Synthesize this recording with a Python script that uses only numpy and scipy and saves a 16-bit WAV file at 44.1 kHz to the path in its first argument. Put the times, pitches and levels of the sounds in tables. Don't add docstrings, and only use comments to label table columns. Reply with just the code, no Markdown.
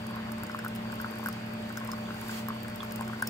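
import sys
import numpy as np
from scipy import signal
from scipy.fft import rfft, irfft
from scipy.io import wavfile
from scipy.ndimage import uniform_filter1d

SR = 44100
rng = np.random.default_rng(int(sys.argv[2]) if len(sys.argv) > 2 else 0)


def int16_out(signal):
    q = np.round(np.clip(np.atleast_2d(signal).T, -1, 1) * 32767)
    wavfile.write(sys.argv[1], SR, q.astype(np.int16))


def level_to_linear(level):
    exponent = np.asarray(level, float) / 20
    return 10 ** exponent


N = 145089
LEFT_LEAD_S = 0.000137


def evened(x):
    return x / np.sqrt(np.mean(x ** 2) + 1e-20)


def read(points, hz):
    f, value = np.transpose(points)
    return np.interp(np.log(hz + 1), np.log(f + 1), value)


def level_over_time(points):
    return level_to_linear(np.interp(np.arange(N) / SR, *np.transpose(points)))


def add(mix, s, sound):
    part = mix[..., max(round(s * SR), 0):][..., :sound.shape[-1]]
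    part += sound[..., :part.shape[-1]]


def resonate(x, hz, width_hz):
    return signal.lfilter(*signal.iirpeak(min(hz, SR / 2.2), hz / width_hz, SR), x)


def slow(top_hz):
    t = np.arange(0, N + 64, 64) / SR
    wave = np.zeros(len(t))
    for f in np.geomspace(top_hz / 10, top_hz, num=16):
        wave += np.sin(2 * np.pi * (f * t + rng.random())) / np.sqrt(f)
    return np.interp(np.arange(N) / SR, t, evened(wave))


# (frequency [Hz], left-right likeness [-1 to 1])
LIKENESS = [(25, .75), (60, 1), (250, 0.71), (640, 0.4), (1400, 0.05), (3000, 0.3), (6000, .4),
            (15000, 0.35)]


def hiss(tone, patchy_db):
    frames, hz = N // 256 + 5, np.fft.rfftfreq(1024, 1 / SR)
    a, b, c, d, patches = rng.standard_normal((frames, 513, 5)).T
    patches = uniform_filter1d(patches, size=10, axis=0)
    patches = evened(uniform_filter1d(patches, size=12, axis=1))
    same = np.clip(read(LIKENESS, hz), -1, 1)[:, None]
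    lag = np.exp(-2j * np.pi * hz * LEFT_LEAD_S)[:, None]
    left = a + 1j * b
    right = lag * same * left + np.sqrt(1 - same ** 2) * (c + 1j * d)
    z = np.array([left, right]) * level_to_linear(read(tone, hz)[:, None] + patchy_db * patches)
    return evened(signal.istft(z, nperseg=1024, noverlap=768)[1][:, :N])


MAINS_HZ = 59.97
# (multiple of the mains frequency [count], level [dB rms])
MAINS = [(1, -62), (2, -48.5), (4, -57), (5, -64), (6, -59), (7, -60.5), (8, -60), (9, -62), (10, -51),
         (12, -59), (13, -60), (14, -61.5), (15, -58.5), (18, -57)]


def mains_hum():
    t, out = np.arange(N) / SR, np.zeros((2, N))
    for k, db in MAINS:
        turn = 2 * np.pi * (round(k) * MAINS_HZ * t + rng.random())
        both = np.sin([turn, turn - 0.14 * round(k)])
        out += level_to_linear(db + 1.8 * slow(top_hz=10)) * np.sqrt(2) * both
    return out


# (frequency [Hz], level [dB rms], wander [Hz], throb [dB])
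DRONE = [(93.2, -57.5, 1.2, -1.5), (111, -54.5, 2.67, 3), (188.1, -52, 2.2, 6.5), (222.1, -41, 0.58, 2.5)]


def motor_drone():
    out = np.zeros((2, N))
    for hz, db, wander_hz, throb_db in DRONE:
        turn = 2 * np.pi * np.cumsum(hz + wander_hz * slow(top_hz=12)) / SR
        out += level_to_linear(db + throb_db * np.tanh(slow(top_hz=14))) * np.sqrt(2) * np.sin(turn)
    return out


AIR_DB = -44.5
# (frequency [Hz], level [dB per Hz])
AIR = [(32, -27), (60, -11.5), (220, -8), (650, -15), (1600, -14.5), (2800, -17.5), (5800, -33),
       (16000, -41.5)]


def room_air():
    return level_to_linear(AIR_DB) * hiss(AIR, patchy_db=1.14)


# (frequency [Hz], width [Hz], level [dB rms])
WHINE = [(4620, 130, -66), (4500, 360, -66)]
# (time [s], level [dB])
WHINE_SWELL = [(0, 1), (.45, 0), (.56, -9), (.8, -9), (.9, 1), (1.75, 0), (1.86, -6), (1.93, 2), (2.3, -1),
               (2.46, -6), (2.58, 1), (3.0, -1), (3.07, -8), (3.2, 2)]


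def heater_whine():
    raw, whine = rng.standard_normal((2, N)), np.zeros((2, N))
    for hz, width_hz, db in WHINE:
        band = resonate(resonate(raw, hz, width_hz), hz, width_hz)
        whine += level_to_linear(db + 0.83 * slow(top_hz=6.58)) * evened(band)
    return whine * level_over_time(WHINE_SWELL)


# (time [s], level [dB])
STEAM = [
    (0, -67),
    (1.0, -61),
    (1.25, -55),
    (1.45, -62),
    (2.05, -57.5),
    (2.2, -52),
    (2.33, -44.5),
    (2.39, -43),
    (2.45, -60.5),
    (3.29, -56.5),
]
# (frequency [Hz], level [dB per Hz])
STEAM_TONE = [(1500, 0), (4000, -1.5), (14000, -9)]


def steam():
    return level_over_time(STEAM) * hiss(STEAM_TONE, patchy_db=1.1)


SPLASH_LOW_HZ, SPLASH_DB = 3200, -8
SPLASH_WIDTH, SPLASH_PEAK_DB = 0.1, -6
SPLASH_TAIL_DB, SPLASH_TAIL_T60_S = -33, 0.018
PING_BELOW_HZ, PING_EXTRA_DB = 8600, 8
# (frequency [Hz], level under the splash [dB], t60 [s])
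MUG_WALL = (5130, -16, .06)


def splash(db, hz, length):
    t = np.arange(0, .07, 1 / SR)
    shared, own = rng.standard_normal(len(t)), rng.standard_normal((2, len(t)))
    highpass = signal.butter(2, max(SPLASH_LOW_HZ, .5 * hz), "high", fs=SR, output="sos")
    noise = signal.sosfilt(highpass, shared + 1.1 * own)
    band = evened(resonate(noise, hz, SPLASH_WIDTH * hz))
    noise = evened(evened(noise) + level_to_linear(SPLASH_PEAK_DB) * band)
    u = t / max(length, 1e-3)
    onset = np.minimum(u, 1)
    burst = u ** 2 * np.exp(1 - u ** 2)
    tail = onset * level_to_linear(SPLASH_TAIL_DB - 60 * t / SPLASH_TAIL_T60_S)
    wall_hz, wall_db, t60 = MUG_WALL
    ping_db = wall_db + PING_EXTRA_DB * (hz < PING_BELOW_HZ)
    ping = level_to_linear(ping_db - 60 * t / t60) * onset * np.sin(2 * np.pi * wall_hz * t)
    return level_to_linear(db + SPLASH_DB) * (noise * (burst + tail) + ping)


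SPRAY_PER_S, SPRAY_DB, SPRAY_SPREAD_DB = 60, -53, 2
# (time [s], peak level [dB], brightest
# frequency [Hz], length [s])
SPLASHES = [(0.067, -35.5, 9000, 0.0027), (0.158, -38, 12900, 0.0023), (0.319, -32, 11800, 0.0026),
            (0.3815, -42, 8520, 0.003), (0.4344, -31, 11800, 0.0025), (0.4673, -38, 7000, 0.0022),
            (0.516, -39, 5160, 0.0023), (0.5896, -32, 7500, 0.0024), (0.647, -30.5, 12900, 0.0028),
            (0.6814, -30.5, 11600, 0.0021), (0.7592, -31.5, 14500, 0.0028),
            (0.9213, -36.5, 8000, 0.003), (1.002, -42, 5370, 0.0024), (1.013, -32.5, 12700, 0.004),
            (1.1104, -38, 12600, 0.0022), (1.1852, -36, 11900, 0.003), (1.238, -38, 13000, 0.003),
            (1.26, -27, 11900, 0.0021), (1.286, -25.5, 12000, 0.0026), (1.3274, -34, 6000, 0.0025),
            (1.5349, -40, 14800, 0.0032),
            (1.6931, -39.5, 8000, 0.0025), (1.725, -40, 12500, 0.003), (1.772, -30, 6500, 0.0024),
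                 (1.8478, -36, 14100, 0.0026), (1.874, -36, 8500, 0.0026), (1.917, -26.5, 5200, 0.0019),
                 (2.2119, -33.5, 10900, 0.0034), (2.2833, -35, 13200, 0.003), (2.3107, -35, 7040, 0.0039),
                 (2.485, -27.5, 13000, 0.0024), (2.631, -35, 14600, 0.0033), (2.6816, -36.5, 8000, 0.0026),
                 (2.758, -34, 14000, 0.0033), (2.8305, -37, 6700, 0.002),
            (2.909, -40, 6700, .003), (2.921, -29, 14100, .0025), (2.9585, -29, 14600, .003),
                 (3.009, -31, 9300, .0025), (3.0785, -36, 8000, .0025), (3.223, -22, 9500, .0022),
                 (3.2715, -23, 13600, .003), (3.2745, -25, 5300, .002),
            (.1092, -41, 11500, .002), (.4953, -43, 6800, .002), (.5472, -41, 12900, .002),
                  (.567, -41, 13500, .002), (.751, -36, 11000, .0025), (.94, -39, 13500, .0025),
                  (.956, -39, 11000, .0025), (1.06, -42, 12000, .002), (1.1565, -41, 12100, .002),
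                  (1.2055, -42, 14300, .002), (1.27, -32, 12500, .002), (1.4636, -43, 12000, .002),
                  (1.6242, -44, 8300, .002), (1.78, -34, 12000, .002), (1.8008, -40, 9000, .002),
                  (1.933, -41, 6500, .002), (1.983, -43, 13000, .002), (2.1445, -42, 11300, .002),
                  (2.5481, -45, 13000, .002), (2.6045, -44, 7000, .002), (2.6993, -41, 12000, .002),
                  (2.8355, -36, 12500, .002), (2.848, -36, 13500, .002), (3.022, -41, 7000, .002),
                  (3.048, -41, 7000, .002), (3.1333, -44, 9000, .002), (3.1956, -44, 6860, .002)]


def splashes():
    out = np.zeros((2, N))
    for s, db, hz, length in SPLASHES:
        add(out, s - .0015, splash(db, hz, length))
    for s, size, pitch in rng.random((round(SPRAY_PER_S * N / SR), 3)):
        db = SPRAY_DB - SPRAY_SPREAD_DB * np.log(size + 0.022)
        add(out, s * N / SR, splash(db, 7000 + 8000 * pitch, 0.0016))
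    return out


PLOP_RISE_S, PLOP_T60_S, PLOP_GLIDE = 0.0006, 0.0075, 0.047


def bubble(hz, hold, t60, glide=PLOP_GLIDE):
    t = np.arange(0, .08, 1 / SR)
    rise = np.sin(np.pi / 2 * np.minimum(t / PLOP_RISE_S, 1)) ** 2
    decay = level_to_linear(-60 * np.maximum(t - hold, 0) / t60)
    pitch = hz * (1 + glide * np.tanh(t / 0.0044 - 1))
    return rise * decay * np.sin(2 * np.pi * np.cumsum(pitch) / SR)


PLINK_T60_S, PLINK_SAG = .11, -.01
# (time [s], peak level [dB], frequency [Hz])
PLINKS = [
    (2.057, -46, 3350),
    (2.8045, -34, 3320),
]


def plinks():
    out = np.zeros((2, N))
    for s, db, hz in PLINKS:
        short = bubble(1.02 * hz, .002, .012, 4 * PLINK_SAG)
        long = bubble(hz, .001, PLINK_T60_S, PLINK_SAG)
        add(out, s, level_to_linear(db) * (short + .25 * long))
    return out


def ring(x, modes):
    out = x.copy()
    for hz, db, t60 in modes:
        out += level_to_linear(db) * resonate(x, hz, 6.6 / t60) * np.sqrt(t60 * hz / 10)
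    return out


PLOP_DB, KNOCK_DB = -8, -1.5
PLOP_HOLD_S, HOLD_S_PER_DB = .002, .0001
TRICKLE_PER_S, TRICKLE_DB, TRICKLE_SPREAD_DB = 50, -44, 3
# (time [s], peak level [dB], bubble frequency [Hz])
PLOPS = [(.109, -32.5, 1110), (.142, -34, 1080), (.191, -32, 1560), (.293, -33, 1520),
         (.332, -33, 1000), (.434, -31, 1500), (.497, -28, 1470), (.547, -23.5, 1250),
         (.59, -27, 1550), (.648, -26, 1430), (.663, -25, 1420), (.927, -30, 1520), (1.0, -27, 1500),
         (1.045, -23, 1390), (1.138, -33, 1600), (1.196, -31, 1000), (1.23, -31.5, 1150),
         (1.26, -21, 1520), (1.27, -27, 1400), (1.286, -26, 1300),
         (1.703, -31, 1500), (1.774, -26, 1475), (1.815, -33, 1070), (1.857, -35, 1020),
              (1.89, -28.5, 1050), (1.934, -29, 1250), (2.106, -28, 1350), (2.263, -35, 1090),
              (2.294, -27, 1500), (2.315, -34, 1570), (2.485, -27, 1180), (2.504, -26, 1200),
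              (2.831, -27, 1250), (2.849, -37, 1130), (2.914, -34, 1630), (2.993, -28.5, 961),
              (3.01, -23.5, 1000), (3.024, -32, 921), (3.098, -32, 1200), (3.133, -29, 1370),
              (3.224, -16.5, 1553),
         (.066, -38, 1430), (.167, -34, 1040), (.318, -36, 1350), (.773, -37, 1010), (.854, -34, 991),
               (.9, -35, 1530), (1.06, -31, 1050), (1.1, -37, 1610), (1.24, -32, 1050), (1.368, -34, 991),
               (1.411, -36, 1560), (1.435, -36, 1500), (.38, -35, 1500), (.715, -35, 1480),
               (1.985, -35, 1500), (2.215, -36, 1550), (1.691, -37, 1680), (1.835, -36, 1500),
               (2.089, -33, 1470), (2.145, -36, 1500), (2.188, -38, 1500), (2.24, -36, 972),
               (2.395, -35, 900), (2.766, -38, 1000), (2.804, -34, 1160), (3.078, -33, 1440),
               (3.271, -36, 1180)]
# (frequency [Hz], level [dB], t60 [s])
MUG_AIR = [(1000, -8, .04), (1040, -14, 0.14), (1150, -17, 0.12), (1520, -8, 0.035)]


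def plops():
    out, t = np.zeros(N), np.arange(0, .0019, 1 / SR)
    knock = level_to_linear(KNOCK_DB) * np.hanning(len(t)) * np.sin(2 * np.pi * 1250 * t)
    for s, db, hz in PLOPS:
        hold = PLOP_HOLD_S + HOLD_S_PER_DB * (db + 30)
        start = s - PLOP_RISE_S / 2
        add(out, start, level_to_linear(db + PLOP_DB) * bubble(hz, hold, PLOP_T60_S))
        add(out, start, level_to_linear(db + PLOP_DB) * knock)
    for s, size, pitch in rng.random((round(TRICKLE_PER_S * N / SR), 3)):
        db = TRICKLE_DB - TRICKLE_SPREAD_DB * np.log(size + .45)
        add(out, s * N / SR, level_to_linear(db) * bubble(950 + 700 * pitch, .001, PLOP_T60_S))
    out = ring(out, MUG_AIR)
    return np.array([out, np.roll(out, round(LEFT_LEAD_S * SR))])


NOOK_T60_S, NOOK_DB, SPLASH_NOOK_DB = 0.075, -7, -11


def nook(x):
    t = np.arange(0, .15, 1 / SR)
    signs = rng.choice([-1., 1.], (2, len(t)))
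    sparse = rng.random((2, len(t))) < .06
    taps = signs * sparse * level_to_linear(-60 * t / NOOK_T60_S) * (t > .002)
    taps = taps / np.linalg.norm(taps, axis=1, keepdims=True)
    return signal.fftconvolve(x, taps, axes=1)[:, :N]


def scene():
    background = mains_hum() + motor_drone() + room_air() + heater_whine() + steam()
    high = splashes()
    low = plinks() + plops()
    echoes = nook(level_to_linear(NOOK_DB) * low + level_to_linear(SPLASH_NOOK_DB) * high)
    return background + high + low + echoes


EDGE_HZ = 15920
# (frequency [Hz], left over right [dB])
PORTS = [(200, 0), (380, -1.5), (1300, 4), (2400, -.5), (5000, -2), (9000, -4.5), (13500, 6)]
# (frequency [Hz], level [dB])
MIC = [(3900, 0.5), (4120, -2), (4350, 2.5), (5200, 1.5), (5800, -1), (7300, 1), (10200, -1.5), (11800, 1)]


def phone_microphone(x):
    hz = np.fft.rfftfreq(N, 1 / SR)
    treble_edge = np.clip((EDGE_HZ - hz) / 300, .015, 1)
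    bass_edge = 1 / (1 + (38 / (hz + 1)) ** 6)
    colour = level_to_linear(np.outer([.5, -.5], read(PORTS, hz)) + read(MIC, hz))
    return irfft(rfft(x) * treble_edge * bass_edge * colour, N)


def low_pass(x):
    return signal.sosfilt(signal.butter(12, 16820, fs=SR, output="sos"), x)


def record(dry):
    mix = phone_microphone(dry)
    return low_pass(mix)


dry = scene()
out = record(dry)
int16_out(out)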